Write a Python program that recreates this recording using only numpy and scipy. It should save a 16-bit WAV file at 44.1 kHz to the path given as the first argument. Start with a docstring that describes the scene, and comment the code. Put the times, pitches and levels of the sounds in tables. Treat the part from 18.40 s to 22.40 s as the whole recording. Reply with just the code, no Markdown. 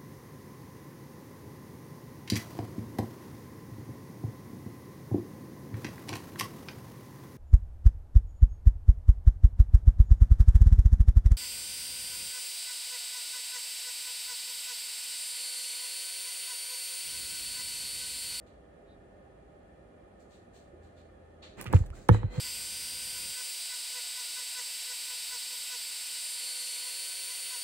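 """Frog lunging in a plastic tub

A big frog lunges twice in a thin tub, close up, in a quiet humming room. Soft rustles and small
squeaks come first. Its wet mouth clicks open, its body slaps the plastic and the tub floor booms and
rebounds under the weight. Around the blows, skin scuffs over the damp floor and peels off it."""
import sys
import numpy as np
from scipy import signal
from scipy.fft import rfft, irfft
from scipy.io import wavfile
from scipy.ndimage import uniform_filter1d

SR = 44100
rng = np.random.default_rng(int(sys.argv[2]) if len(sys.argv) > 2 else 0)


def master(y):
    """Save y as 16-bit WAV."""
    cut = np.clip(np.atleast_2d(y).T, -1, 1)
    pcm = np.round(cut * 32767)  # scale
    wavfile.write(sys.argv[1], SR, pcm.astype(np.int16))


N = 176400
T = np.arange(N) / SR
HZ = np.fft.rfftfreq(N, 1 / SR)


def amp(db):
    """Decibels to gain."""
    return 10 ** (np.asarray(db) / 20)


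def unit_rms(x):
    """Scales to rms 1."""
    return x / np.sqrt(np.mean(x ** 2) + 1e-20)


def curve(points, hz=HZ):
    """Reads breakpoints on a log-frequency axis."""
    f, value = np.transpose(points)
    return np.interp(np.log(hz + 1), np.log(f + 1), value)


def noise(eq, grain_db=0):
    """Two unrelated EQ'd noises, optionally grainy; a fine random ripple gives a faintly tonal colour."""
    grain_gain = amp(grain_db * np.minimum(rng.exponential(1, N // 16 + 1), 5))
    grains = rng.standard_normal((2, N)) * grain_gain.repeat(16)[:N]
    ripple_axis = np.log1p(HZ / 1500) * 1500 / 27.99  # steps of about 28 Hz, wider in the treble
    ripple = np.interp(ripple_axis, np.arange(400), np.diff(rng.uniform(-1.5, 1.5, 401)))
    ripple_db = 3 * ripple * np.minimum(HZ / 600, 1)
    return unit_rms(irfft(rfft(grains) * amp(curve(eq) + ripple_db), N))


def swell(t, attack, decay):
    """Smooth attack, then exponential decay."""
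    return np.sin(np.pi / 2 * np.clip(t / attack, 0, 1)) ** 2 * np.exp(-np.maximum(t - attack, 0) / decay)


def add(mix, start, sound):
    """Lays a sound into the mix at a time in seconds."""
    part = mix[..., round(start * SR):][..., :sound.shape[-1]]
    part += sound[..., :part.shape[-1]]


def pan(x, lag_ms, left_db):
    """Places a mono sound by shifting and trimming the left channel."""
    return np.array([amp(left_db) * np.interp(T - lag_ms / 1000, T, x), x])


def minimum_phase(gain):
    """Gives a gain curve the phase of something struck: it rings only after the blow."""
    cepstrum = irfft(np.log(gain + 1e-6), N)
    fold = np.r_[1, np.full(N // 2 - 1, 2), np.zeros(N // 2)]
    return np.exp(rfft(cepstrum * fold))


# Ventilation EQ: f/Hz, gain/dB
VENT_EQ = [(20, -18), (52, 5), (105, -3.5), (280, -2.5), (600, -2.5), (790, -5.5), (950, -20),
           (1300, -15.5), (1550, -22.5), (1830, -15.5), (2100, -25), (3300, -30), (5300, -41.5),
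           (9500, -38.5), (16000, -64)]
# Stereo image of the air, centred in the lows: f/Hz, left-right correlation
VENT_CORRELATION = [(60, 0.96), (300, 0.82), (640, 0)]
# Machine hum: start t/s, end t/s, f/Hz, level/dB
MACHINE_HUMS = [(0, 0.397, 61.1, -64), (2.328, 3.114, 83.05, -60.5)]

def room_tone():
    """A steady bed of ventilation noise, with a faint machine hum that comes and goes."""
    shared, side = rfft(noise(VENT_EQ))
    same = np.clip(curve(VENT_CORRELATION), -1, 1)
    air = irfft(np.array([shared * amp(-1.3), same * shared + np.sqrt(1 - same ** 2) * side]), N)
    hum = np.zeros(N)
    for start, end, hz, db in MACHINE_HUMS:
        gate = np.clip(np.minimum(T - start, end - T) / 0.017, 0, 1)
        hum += amp(db) * np.sqrt(2) * np.sin(2 * np.pi * hz * T) * gate
    return amp(-54.5) * air + hum


# Dry rub EQ: f/Hz, gain/dB
RUB_EQ = [(200, 0), (3000, 9.5), (4300, 13), (5100, -1.5), (7500, -1), (10500, -23), (16000, -50)]
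# Wet-film fizz EQ, shared with the scuffs: f/Hz, gain/dB
FIZZ_EQ = [(1500, -23), (4000, 4.5), (5400, 0), (7500, 7.5), (11500, -13.5), (16000, -10)]
# Soft strokes: t/s, attack/s, rub level/dB, fizz level/dB
RUSTLE_CUES = [(.06, 0.01, -70, -76), (1.785, 0.026, -88, -72.5), (1.88, 0.064, -67, -70.5),
               (2.12, 0.047, -66.5, -66), (2.415, 0.03, -74.5, -75), (2.55, 0.038, -68.5, -76.5),
               (3.018, 0.017, -51, -76)]

def rustles():
    """Faint rubbing before the lunge, each stroke with its own share of damp fizz."""
    rub, fizz = noise(RUB_EQ), noise(FIZZ_EQ, grain_db=2)
    return sum(swell(T - start, attack, decay=0.061) * (amp(rub_db) * rub + amp(fizz_db) * fizz)
               for start, attack, rub_db, fizz_db in RUSTLE_CUES)


# Small skin slips: t/s, length/s, f/Hz, level/dB
SQUEAK_CUES = [(0.447, 0.13, 3800, -68), (2.323, 0.033, 357, -45.5), (3.523, 0.023, 1294, -49)]

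def squeaks():
    """Wet skin slips on the plastic in brief raspy tones whose pitch jitters every few cycles."""
    out = np.zeros(N)
    for start, length, hz, db in SQUEAK_CUES:
        t = np.arange(0, length, 1 / SR)
        jitter = unit_rms(uniform_filter1d(rng.standard_normal(SR // 2), size=round(2 * SR / hz)))
        pitch = hz * (1 + 0.075 * jitter[:len(t)])
        envelope = np.sin(np.pi * t / length) ** 2
        add(out, start, amp(db) * envelope * np.sin(2 * np.pi * np.cumsum(pitch) / SR))
    return pan(out, lag_ms=0.055, left_db=-4.0)


# Dull body of rubbed plastic: f/Hz, gain/dB
SCUFF_EQ = [(200, 6), (1250, -9.5), (2400, -12), (4200, -33), (5500, -58)]
# Resonances of rubbed plastic: f/Hz, width/Hz, gain/dB
RING_MODES = [(489, 29, 9), (1987, 55, -2), (3120, 150, -11.5), (4040, 310, -11)]
# The rings bend as the pressure on the plastic shifts: t/s, pitch ratio
RING_BEND = [(3.73, 0.98), (3.81, 0.97), (3.93, 1.025)]
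# Slides on the damp floor: t/s, attack/s, decay/s, level/dB, fizz trim/dB, ring trim/dB
SCUFF_CUES = [(3.158, 0.041, 0.042, -42, -5.5, -19), (3.248, 0.091, 0.013, -41, -17, -29),
              (3.329, 0.02, 0.046, -43.5, 4.5, -14.5), (3.516, 0.06, 0.091, -53, 3.5, -10),
              (3.7, 0.044, 0.028, -37, -4.5, -6.5), (3.76, 0.0096, 0.39, -53, -30, -5.5),
              (3.887, 0.076, 0.45, -47, 0, -3)]

def scuffs():
    """Grainy sliding skin: a dull body and wavering rings from the plastic, a fizz from the wet film."""
    body = noise(SCUFF_EQ, grain_db=2)
    body = (body + 0.24 * body[::-1]) * amp([[-3], [0]])  # narrowed, leaning right
    fizz = amp(-12) * noise(FIZZ_EQ, grain_db=2)
    modes = sum(amp(db) / (1 + (2 * (HZ - hz) / width) ** 2) for hz, width, db in RING_MODES)
    steady_rings = irfft(rfft(rng.standard_normal((2, N))) * modes, N)
    varispeed = np.cumsum(np.interp(T, *np.transpose(RING_BEND))) / SR
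    rings = unit_rms(np.array([np.interp(varispeed % T[-1], T, side) for side in steady_rings]))
    return sum(amp(db) * swell(T - start, attack, decay)
               * (body + amp(fizz_db) * fizz + amp(ring_db) * rings)
               for start, attack, decay, db, fizz_db, ring_db in SCUFF_CUES)


# Sticky crackle EQ: f/Hz, gain/dB
CRACKLE_EQ = [(700, -60), (1250, 3.5), (1600, -6), (2600, -2.5), (3600, -14), (12000, -32)]
# Skin lifting off the floor: t/s, attack/s, decay/s, level/dB
PEEL_CUES = [(3.17, 0.039, 0.019, -47), (3.251, 0.019, 0.013, -41.5), (3.34, 0.03, 0.0044, -43)]

def peeling(snaps_per_s=1000):
    """Many tiny sticky contacts let go one by one."""
    snaps = rng.standard_normal(N) * (rng.random(N) < snaps_per_s / SR)
    crackle = unit_rms(irfft(rfft(snaps) * amp(curve(CRACKLE_EQ)), N))
    envelope = sum(amp(db) * swell(T - start, attack, decay) for start, attack, decay, db in PEEL_CUES)
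    return pan(crackle * envelope, lag_ms=0.099, left_db=-7.0)


# Bright click EQ: f/Hz, gain/dB
CLICK_EQ = [(2000, 2), (5000, -5), (7000, -3.5), (15000, 1.5)]
# Mouth, tongue and skin clicks: t/s, level/dB, decay/s, low-pass f/Hz
CLICK_CUES = [(3.2123, -31, 0.0032, 16400), (3.222, -43, 0.0096, 15800), (3.242, -41.5, 0.004, 12000),
              (3.3276, -33, 0.0031, 16000), (3.3323, -31.5, 0.0014, 4050), (3.39, -38, 0.0017, 5000),
              (3.461, -52, 0.01, 10700), (3.503, -40, 0.0014, 5700), (3.552, -53, 0.0073, 6760),
              (3.687, -26, 0.0053, 6700)]

def wet_clicks():
    """Wet skin snaps free in bright cracks with a hard attack and a tight tail."""
    crack = noise(CLICK_EQ)
    spectrum = 0
    for start, db, decay, cutoff in CLICK_CUES:
        envelope = amp(db) * (T > start) * np.exp(-((T - start) / decay) ** 2)
        low_pass = 1 / (1 + 1j * np.sqrt(2) * HZ / cutoff - (HZ / cutoff) ** 2)
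        spectrum += rfft(envelope * crack) * low_pass
    mid, side = irfft(spectrum, N)
    return pan(mid, lag_ms=-0.12, left_db=-1) + 0.073 * np.array([side, -side])


# Tub wall modes: f/Hz, gain/dB, t60/s
WALL_RINGS = [(181.4, -8.5, 0.081), (304, -13.5, 0.051), (350.6, -12.5, 0.052), (480, -10.5, 0.076),
              (530.6, -16.5, 0.082), (887, -0.5, 0.013), (1030, 0.5, 0.0055), (1130, -13.5, 0.021),
              (1310, -13.5, 0.036), (1450, -18, 0.034), (1685, -9, 0.015), (1815, -23, 0.082),
              (2210, -20, 0.025), (3170, -6, 0.002)]
# Left-channel EQ of the walls: f/Hz, gain/dB
WALL_LEFT_EQ = [(330, -2), (1200, -7)]
# Skin hits on the plastic: t/s, level/dB, low-pass f/Hz
SLAP_CUES = [(3.256, -33, 1500), (3.3277, -15.5, 250), (3.3349, -9, 920), (3.392, -37.5, 583),
             (3.438, -38.5, 1000), (3.6902, -2, 1510), (3.746, -18, 890), (3.831, -25, 1000)]

def wall_slaps(mode_widening=1.36, travel_s_at_1khz=0.00106):
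    """Each slap rings the damped walls; softer contact leaves out the high modes."""
    peaks = []
    for hz, db, t60 in WALL_RINGS:
        decay = t60 / np.log(1000)
        detune = 2 * np.pi * (HZ - hz) * decay / mode_widening
        peaks.append(amp(db) * decay * SR / 2 / (1 + detune ** 2))
    walls = minimum_phase(np.linalg.norm(peaks, axis=0))
    hits = sum(amp(db) * np.exp(-2j * np.pi * HZ * start) / (1 + 1j * HZ / cutoff)
               for start, db, cutoff in SLAP_CUES)
    dispersion = 4 * np.pi * np.sqrt(1000 * HZ) * travel_s_at_1khz  # low bending waves arrive late
    right = hits * walls * np.exp(-1j * dispersion)
    left = right * amp(curve(WALL_LEFT_EQ)) * np.exp(-1.4j)  # trails by 1.4 radians
    return irfft(np.array([left, right]), N)


# Tub floor modes, relative to each thump: pitch ratio, gain/dB, t60 ratio
FLOOR_RINGS = [(0.443, -16.5, 6.6), (.68, 9, 0.55), (1, 10.5, 1), (1.659, -5, 0.84)]
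# Weight landing on the floor: t/s, f/Hz, level/dB, attack/s, t60/s
THUMP_CUES = [(3.257, 120.7, -44.5, 0.0095, 0.85), (3.341, 88.2, -7, 0.0098, 0.089),
              (3.403, 78.2, -14, 0.0087, 0.049), (3.495, 62.5, -25.5, 0.016, 0.064),
              (3.6911, 106.8, -15, 0.0089, 0.24), (3.838, 95, -20.5, 0.0086, 0.081),
              (3.975, 117, -17, 0.011, 0.062)]

def floor_thumps(stretch=0.56, relax_s=0.0035):
    """The tub floor booms at a pitch set by where the frog's weight lies."""
    out, t = np.zeros(N), np.arange(SR // 2) / SR
    clock = t + stretch * relax_s * (1 - np.exp(-t / relax_s))  # the stretched floor starts sharp
    for start, hz, db, attack, t60 in THUMP_CUES:
        boom = sum(amp(mode_db - 60 * t / (t60 * t60_ratio)) * np.sin(2 * np.pi * hz * ratio * clock)
                   for ratio, mode_db, t60_ratio in FLOOR_RINGS)
        add(out, start, amp(db) * np.minimum(t / attack, 1) ** 2 * boom)
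    return pan(out, lag_ms=0.88, left_db=-1.5)


# Room decay: f/Hz, t60/s
REVERB_T60 = [(100, 0.74), (500, 0.12), (2000, 0.18)]

def room_reverb(send):
    """Diffuse tail of a small room, dying at its own speed in each band."""
    hz, t, bands = signal.stft(rng.standard_normal((2, SR // 2)), SR, nperseg=256)
    envelope = amp(-60 * t / curve(REVERB_T60, hz)[:, None]) * np.clip(t / 0.0027, 0, 1)
    tail = signal.istft(bands * envelope, SR, nperseg=256)[1]
    return signal.fftconvolve(send, tail / np.linalg.norm(tail[0]), axes=1)[:, :N]


def scene():
    """The frog in its tub over the room tone; only clicks and slaps feed the reverb."""
    bed = room_tone()
    skin = rustles() + squeaks() + scuffs() + peeling()
    clicks, slaps = wet_clicks(), wall_slaps()
    reverb = room_reverb(amp(-11) * clicks + amp(-15) * slaps)
    return bed + skin + clicks + slaps + floor_thumps() + reverb


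def record(dry):
    """A low cut at 38 Hz and a steep high cut at 15.9 kHz."""
    low_cut = signal.butter(4, 38, "high", fs=SR, output="sos")
    high_cut = signal.firwin(511, 15900, window=("kaiser", 9), fs=SR)
    return signal.oaconvolve(signal.sosfilt(low_cut, dry), high_cut[None], "same")


dry = scene()
out = record(dry)
master(out)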